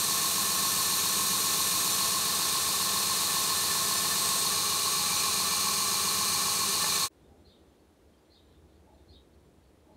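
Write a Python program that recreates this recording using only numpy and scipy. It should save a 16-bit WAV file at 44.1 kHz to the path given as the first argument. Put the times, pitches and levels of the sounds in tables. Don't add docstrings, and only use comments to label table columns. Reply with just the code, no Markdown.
import sys
import numpy as np
from scipy import signal
from scipy.fft import rfft, irfft
from scipy.io import wavfile

SR = 44100
rng = np.random.default_rng(int(sys.argv[2]) if len(sys.argv) > 2 else 0)


def log_audio(samples):
    frames = np.atleast_2d(samples).T
    limited = np.clip(frames, -1, 1)
    pcm = np.round(limited * 32767).astype(np.int16)
    wavfile.write(sys.argv[1], SR, pcm)


def nominal_scale(level):
    x = np.asarray(level, float) / 20
    return 10 ** x


N = 439236
T = np.arange(N) / SR
HZ = np.maximum(np.arange(N // 2 + 1) * SR / N, 1)


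def rms_one(x):
    return x / np.sqrt(np.mean(x ** 2) + 1e-20)


def at_hz(points):
    hz, value = np.transpose(points)
    return np.interp(np.log(HZ), np.log(hz), value)


def band(hz, half_hz):
    return 1 / (1 + ((HZ - hz) / half_hz) ** 4)


def colour(x, gain, low_hz, high_hz):
    bins = rfft(x) * gain
    inside = (HZ > low_hz) & (HZ < high_hz)
    return irfft(bins, N) * N / np.sqrt(2 * np.sum(np.abs(bins[inside]) ** 2))


def drift(rate):
    return rms_one(irfft(rfft(rng.standard_normal(N)) / (1 + (HZ / rate) ** 2), N))


def swell(middle_s, half_s):
    return np.exp(-.5 * ((T - middle_s) / half_s) ** 2)


def add(out, s, sound):
    part = out[round(s * SR):round(s * SR) + len(sound)]
    part += sound[:len(part)]


def looped(turns, top):
    ripples = rng.standard_normal(top) + 1j * rng.standard_normal(top)
    surface = rms_one(irfft(ripples, 16 * top))
    return np.interp(turns % 1 * len(surface), np.arange(len(surface) + 1), np.append(surface, surface[0]))


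# [t/s, turn/ms]
BELT_TURN = [(0, 135.82), (2.6, 135.78), (3.9, 135.6), (4.4, 135.5), (4.65, 135.3), (10, 135.3)]
# [f/Hz, share of power]
REPEAT = [(60, .5), (250, .65), (600, .74), (880, .45), (1100, .82), (2000, .42), (4200, .62), (6500, .48),
          (10000, .36), (15000, .2)]
LIFT_S = (4.38, 4.62)


def grit():
    slip = np.interp(T, LIFT_S, [2.6e-4, 1.7e-4]) * drift(1.2)
    turn_s, turn_ms = np.transpose(BELT_TURN)
    turns = np.cumsum(1000 / np.interp(T, turn_s, turn_ms) / SR) + slip
    belt = looped(turns, top=2400)

    wobble = np.sqrt(2) * np.cos(2 * np.pi * 4.7 * turns)
    wheel = wobble * looped(turns, top=2400)
    with_wheel = .07 + .32 * band(1085, 150)
    again = rfft(belt) * np.sqrt(1 - with_wheel) + rfft(wheel) * np.sqrt(with_wheel)

    lumps = nominal_scale(1.5 * looped(turns, top=50))
    fresh = rfft(rms_one(lumps * rng.standard_normal(N)))

    splice_s, slap_db, slap_hz, half_hz = 5.266, 35, 930, 130
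    passes = np.diff(np.floor(turns - turns[round(splice_s * SR)]), prepend=0) == 1
    slaps = rfft(passes * (1 + 0.13 * wobble)) * nominal_scale(slap_db) / (1 + ((HZ - slap_hz) / half_hz) ** 2)

    share = at_hz(REPEAT)
    return irfft(again * np.sqrt(share) + fresh * np.sqrt(1 - share) + slaps, N)


# [f/Hz, level/dB per Hz]
FRAME = [(30, -55), (45, -45.5), (70, -46.5), (115, -24), (150, -14.5), (230, -21.5), (480, -14.5),
         (590, -22.5), (750, -19), (1450, -17.5), (2000, -20.5), (3150, -18), (5300, -14.5), (10500, -15.5),
         (15600, -23.5)]
# [f/Hz, width/Hz, level/dB
# pressed hard, level/dB pressed lightly, level/dB drawn away]
RESONANCES = [(184, 66, -10.5, -14, -12), (251.4, 19, -18.5, -17, -15.5), (307, 53, -13, -15.5, -21.5),
              (401, 39, -10.5, -10.5, -7), (666, 69, -18.5, -17, -19), (835, 40, -17, -14.5, -11),
              (896, 72, -20, -17, -17.5), (1075.6, 81, -1, -1.5, -1), (1138, 40, -9.5, -6.5, 0),
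              (1276, 89, -12.5, -13.5, -11), (1639, 47, -19, -20.5, -17),
              (1765, 45, -8, -8, -7.5), (2358, 65, -13, -14, -6.5), (2530, 310, -15, -16, -14.5),
               (2875, 89, -13.5, -13.5, -10), (3460, 150, -14.5, -15, -15), (3750, 350, -8.5, -8.5, -10),
               (3965, 105, -9.5, -12, -6), (4040, 150, -8, -8, -7), (4274, 130, -3.5, -3.5, -2),
               (4466, 216, -8, -8.5, -6),
              (4960, 370, -15, -12.5, -10.5), (5640, 350, -10.5, -13.5, -12.5),
             (6125, 330, -9.5, -12.5, -8.5), (6594, 400, -8, -10.5, -7), (7310, 410, -11, -14.5, -16),
             (8360, 1180, -10.5, -11.5, -10.5), (9070, 1200, -11.5, -15, -12.5),
             (12350, 3400, -14.5, -18.5, -19.5)]


def resonant(stage):
    hz = np.geomspace(20, SR / 2, 3000)
    power = np.zeros(len(hz))
    for centre_hz, width_hz, *stage_db in RESONANCES:
        power += nominal_scale(stage_db[stage]) ** 2 / (1 + (2 * (hz - centre_hz) / width_hz) ** 2) ** 2
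    return np.sqrt(nominal_scale(at_hz(FRAME)) ** 2 + np.interp(HZ, hz, power))


# [f/Hz, half width/Hz]
SHADED = [(1775, 45), (2420, 200), (3800, 260)]
# [middle t/s, half length/s, then level/dB of each shaded resonance]
MOVES = [
    (.7, .2, 1.5, -0.5, -.5),
    (3.75, .25, 3.5, -0.5, -0.8),
    (4.75, .22, -3.5, -3, 1),
    (5.15, .22, -1, 3, 0.7),
    (5.8, .17, -3.5, -0.5, -1.5),
    (6.55, .12, -3, -.3, -0.7),
    (6.94, .07, 3, 2, 3),
]


def grinder():
    source = grit()
    hard, light, away = (colour(source, resonant(stage), 300, 5000) for stage in range(3))
    eased = np.interp(T, (1.9, 2.2), [0, 1])
    lifted = np.interp(T, LIFT_S, [0, 1])
    whole = hard * (1 - eased) + light * (eased - lifted) + away * lifted

    bins = rfft(whole)
    swings_db = sum(np.outer(db, swell(s, half_s)) for s, half_s, *db in MOVES)
    for (hz, half_hz), swing_db in zip(SHADED, swings_db):
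        whole = whole + (nominal_scale(swing_db) - 1) * irfft(bins * band(hz, half_hz), N)

    scrape_db = 2.5 * swell(4.33, .1)
    whole = whole + (nominal_scale(scrape_db) - 1) * irfft(bins * band(8400, 600), N)
    start_db, rise_db_per_s = -31.5, 0.09
    return nominal_scale(start_db + rise_db_per_s * T) * whole


# [f/Hz, level/dB rms]
HUM = [(48.6, -72.5), (79.4, -61.5), (86.2, -59), (100, -58), (177, -61.5), (200, -55), (678, -63)]


def motor():
    waver = nominal_scale(1.333 * drift(1.6))
    out = np.zeros(N)
    for k, (hz, db) in enumerate(HUM):
        tone = np.sin(2 * np.pi * (hz * T + rng.random()))
        out += np.sqrt(2) * nominal_scale(db) * np.roll(waver, k * SR) * tone
    return out


# [t/s, peak level/dB]
TAPS = [
    (4.05, -19),
    (6.841, -13.5),
]
# [f/Hz, level/dB, t60/s]
JIG = [(614, -4.5, 0.05), (856, 0.5, 0.065), (1050, -2, .04), (1400, -2, .03), (1757, -1, 0.09),
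       (2100, -1, .03), (2370, -4, .04), (3800, -10, .04)]


def taps():
    out, t = np.zeros(N), T[:SR // 5]
    ring = sum(nominal_scale(db - 60 * t / t60) * np.sin(2 * np.pi * hz * t) for hz, db, t60 in JIG)
    onset = np.minimum(1, t / .001)
    for s, peak_db in TAPS:
        add(out, s, nominal_scale(peak_db - 16) * onset * ring)
    return out


# [f/Hz, level/dB per Hz]
GARDEN = [(18, -56), (30, -22), (59, 1), (79, 7), (103, -7.5), (277, -4.5), (316, -0.5), (411, -7.5),
          (675, -21.5), (1230, -29), (3700, -38.5), (9740, -41.5), (15600, -48)]


def garden_air(white):
    surge_db, surges_per_s = 2.0, 5.5
    lull_db = -2.5 * swell(8.3, .3)
    rumble_db = -63 + lull_db + surge_db * drift(surges_per_s)
    drone_db = -66.5 - 1.8 * (T - FADE_S[1]) + surge_db * drift(surges_per_s)
    shape = nominal_scale(at_hz(GARDEN))
    low = 1 / (1 + (HZ / 200) ** 8)
    high = 1 / (1 + (570 / HZ) ** 8)
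    rumble = nominal_scale(rumble_db) * colour(white, shape * np.sqrt(low), 40, 200)
    drone = nominal_scale(drone_db) * colour(white, shape * np.sqrt((1 - low) * (1 - high)), 200, 550)
    bed = nominal_scale(-70) * colour(white, shape * np.sqrt(high), 600, 15600)
    return rumble + drone + bed


def insect(white):
    hz, width_hz, level_db = 9550, 180, -102
    return nominal_scale(level_db) * colour(white, 1 / (1 + ((HZ - hz) / width_hz) ** 2), 9000, 10500)


# [middle t/s, half length/s, level/dB]
FLOCK_STIRS = [(7.62, .2, 4.5), (8.35, .17, 6.8), (9.25, .25, 4.5)]


def flock():
    stirs_db = sum(db * swell(s, half_s) for s, half_s, db in FLOCK_STIRS)
    level_db = -84 + stirs_db + 2.5 * drift(8.3)
    return nominal_scale(level_db) * colour(rng.standard_normal(N), band(3700, 750), 2500, 5500)


def note(rows, pitch=1, gain_db=0):
    at, hz, db = np.transpose(rows)
    t = T[:round(at[-1] * SR)]
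    edge = np.clip(np.minimum(t - at[0], at[-1] - t) / .003, 0, 1)
    burr = 1 + .024 * np.sin(2 * np.pi * (170 * t + rng.random()))
    phase = 2 * np.pi * np.cumsum(burr * pitch * np.interp(t, at, hz)) / SR
    return edge * nominal_scale(np.interp(t, at, db) + gain_db) * np.sin(phase)


# [t/s, f/Hz, level/dB]
FAR_BIRDS = [(7.235, 3600, -76), (7.79, 4400, -80), (8.13, 3200, -79), (8.172, 4750, -80),
             (8.545, 3600, -74), (8.75, 4400, -80), (8.94, 4050, -76), (8.975, 3650, -77),
             (9.33, 4400, -78), (9.63, 4460, -81)]


def far_birds():
    out = np.zeros(N)
    for s, hz, db in FAR_BIRDS:
        peep = [(0, .94 * hz, -2), (.01, 1.02 * hz, 6), (.022, .96 * hz, -4)]
        add(out, s, note(peep, gain_db=db))
    return out


# [t/s, level/dB, low throat f/Hz, high throat f/Hz]
BARKS = [
    (7.27, -68, 640, 800),
    (8.855, -63, 640, 850),
    (9.85, -63.5, 620, 860),
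]


def dog():
    out, t = np.zeros(N), T[:SR // 2] / .045
    hz = HZ[:len(t) // 2 + 1] * N / len(t)
    for s, db, low_hz, high_hz in BARKS:
        throat = sum(1 / (1 + ((hz - centre) / 40) ** 2) for centre in (low_hz, high_hz))
        voice = rms_one(irfft(rfft(rng.standard_normal(len(t))) * throat, len(t)))
        add(out, s, nominal_scale(db) * t * np.exp(1 - t) * voice)
    return out


# [t/s after its start, f/Hz, level/dB]
CHIRP = [
    [(0, 3850, -14), (.012, 4240, -3), (.025, 4150, 0), (.036, 3950, -4)],
    [(.02, 4550, -16), (.033, 4400, -3), (.036, 4800, -3), (.044, 4800, -14)],
    [(.047, 3170, -13), (.056, 3530, 1), (.066, 3750, 2), (.074, 3700, -2), (.084, 3150, -8),
     (.094, 2950, -16)],
]
# [t/s, level/dB, pitch factor, last note level/dB]
SPARROW = [
    (7.441, -63, 1.0, -3),
    (8.296, -62, 1.01, -3),
    (9.078, -62, 1.02, 1),
    (9.915, -77, 1.01, -4),
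]


def sparrow():
    out = np.zeros(N)
    for s, db, pitch, last_db in SPARROW:
        for rows, more_db in zip(CHIRP, (0, 0, last_db)):
            add(out, s, note(rows, pitch, db + more_db))
    return out


def birds():
    far, near = far_birds(), sparrow()
    t = T[:SR // 4]
    decay = nominal_scale(-60 * t / .4) * (.3 + .7 / (1 + (t / .075) ** 6))
    echoes = rng.standard_normal(len(t)) * decay * (t > .008)
    echoes = echoes / np.sqrt(np.sum(echoes ** 2))
    wet = signal.oaconvolve(nominal_scale(3.5) * near + far, echoes)[:N]
    return near + far + wet + flock()


def garden():
    white = rng.standard_normal(N)
    return garden_air(white) + insect(white) + birds() + dog()


# [t/s workshop starts to fade, t/s it is gone, t/s garden is up]
FADE_S = (7.05, 7.085, 7.125)


def scene():
    shop = np.interp(T, FADE_S[:2], [1, 0]) * (grinder() + motor() + taps())
    outside = np.interp(T, FADE_S[1:], [0, 1]) * garden()
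    return np.tile(shop + outside, (2, 1))


def roll_off(x):
    return signal.sosfilt(signal.butter(12, 16890, fs=SR, output="sos"), x)


NOISE_FILL_S = [1.008, 1.797, 1.936, 2.052, 2.076, 2.099, 2.819, 3.306, 3.724, 3.98, 4.955, 5.187, 5.814,
                6.952, 7.416, 7.532, 7.649, 7.695, 8.275, 8.461, 8.786, 8.949, 9.251, 9.274, 9.32, 9.344,
                9.46]


def record(dry):
    side, half = np.zeros(N), 1024
    window = np.clip(1.6 * np.hanning(2 * half), 0, 1)
    hz = np.arange(half + 1) * SR / (2 * half)
    for s in NOISE_FILL_S:
        part = slice(round(s * SR) - half, round(s * SR) + half)
        low_hz = rng.uniform(4800, 14500, size=2)
        width_hz = rng.uniform(1000, 2600, size=2)
        first, second = (hz > low_hz[:, None]) & (hz < (low_hz + width_hz)[:, None])
        filled = first | second & (rng.random() < .45)
        bins = np.abs(rfft(dry[0, part])) * filled
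        random_phase = np.exp(2j * np.pi * rng.random(half + 1))
        side[part] += nominal_scale(-2.5) * window * irfft(bins * random_phase)
    rounded = .45 * np.tanh((dry + side * [[1], [-1]]) / .45)
    top_cut = signal.ellip(14, .3, 75, 15700, fs=SR, output="sos")
    return roll_off(signal.sosfilt(top_cut, rounded))


dry = scene()
out = record(dry)
log_audio(out)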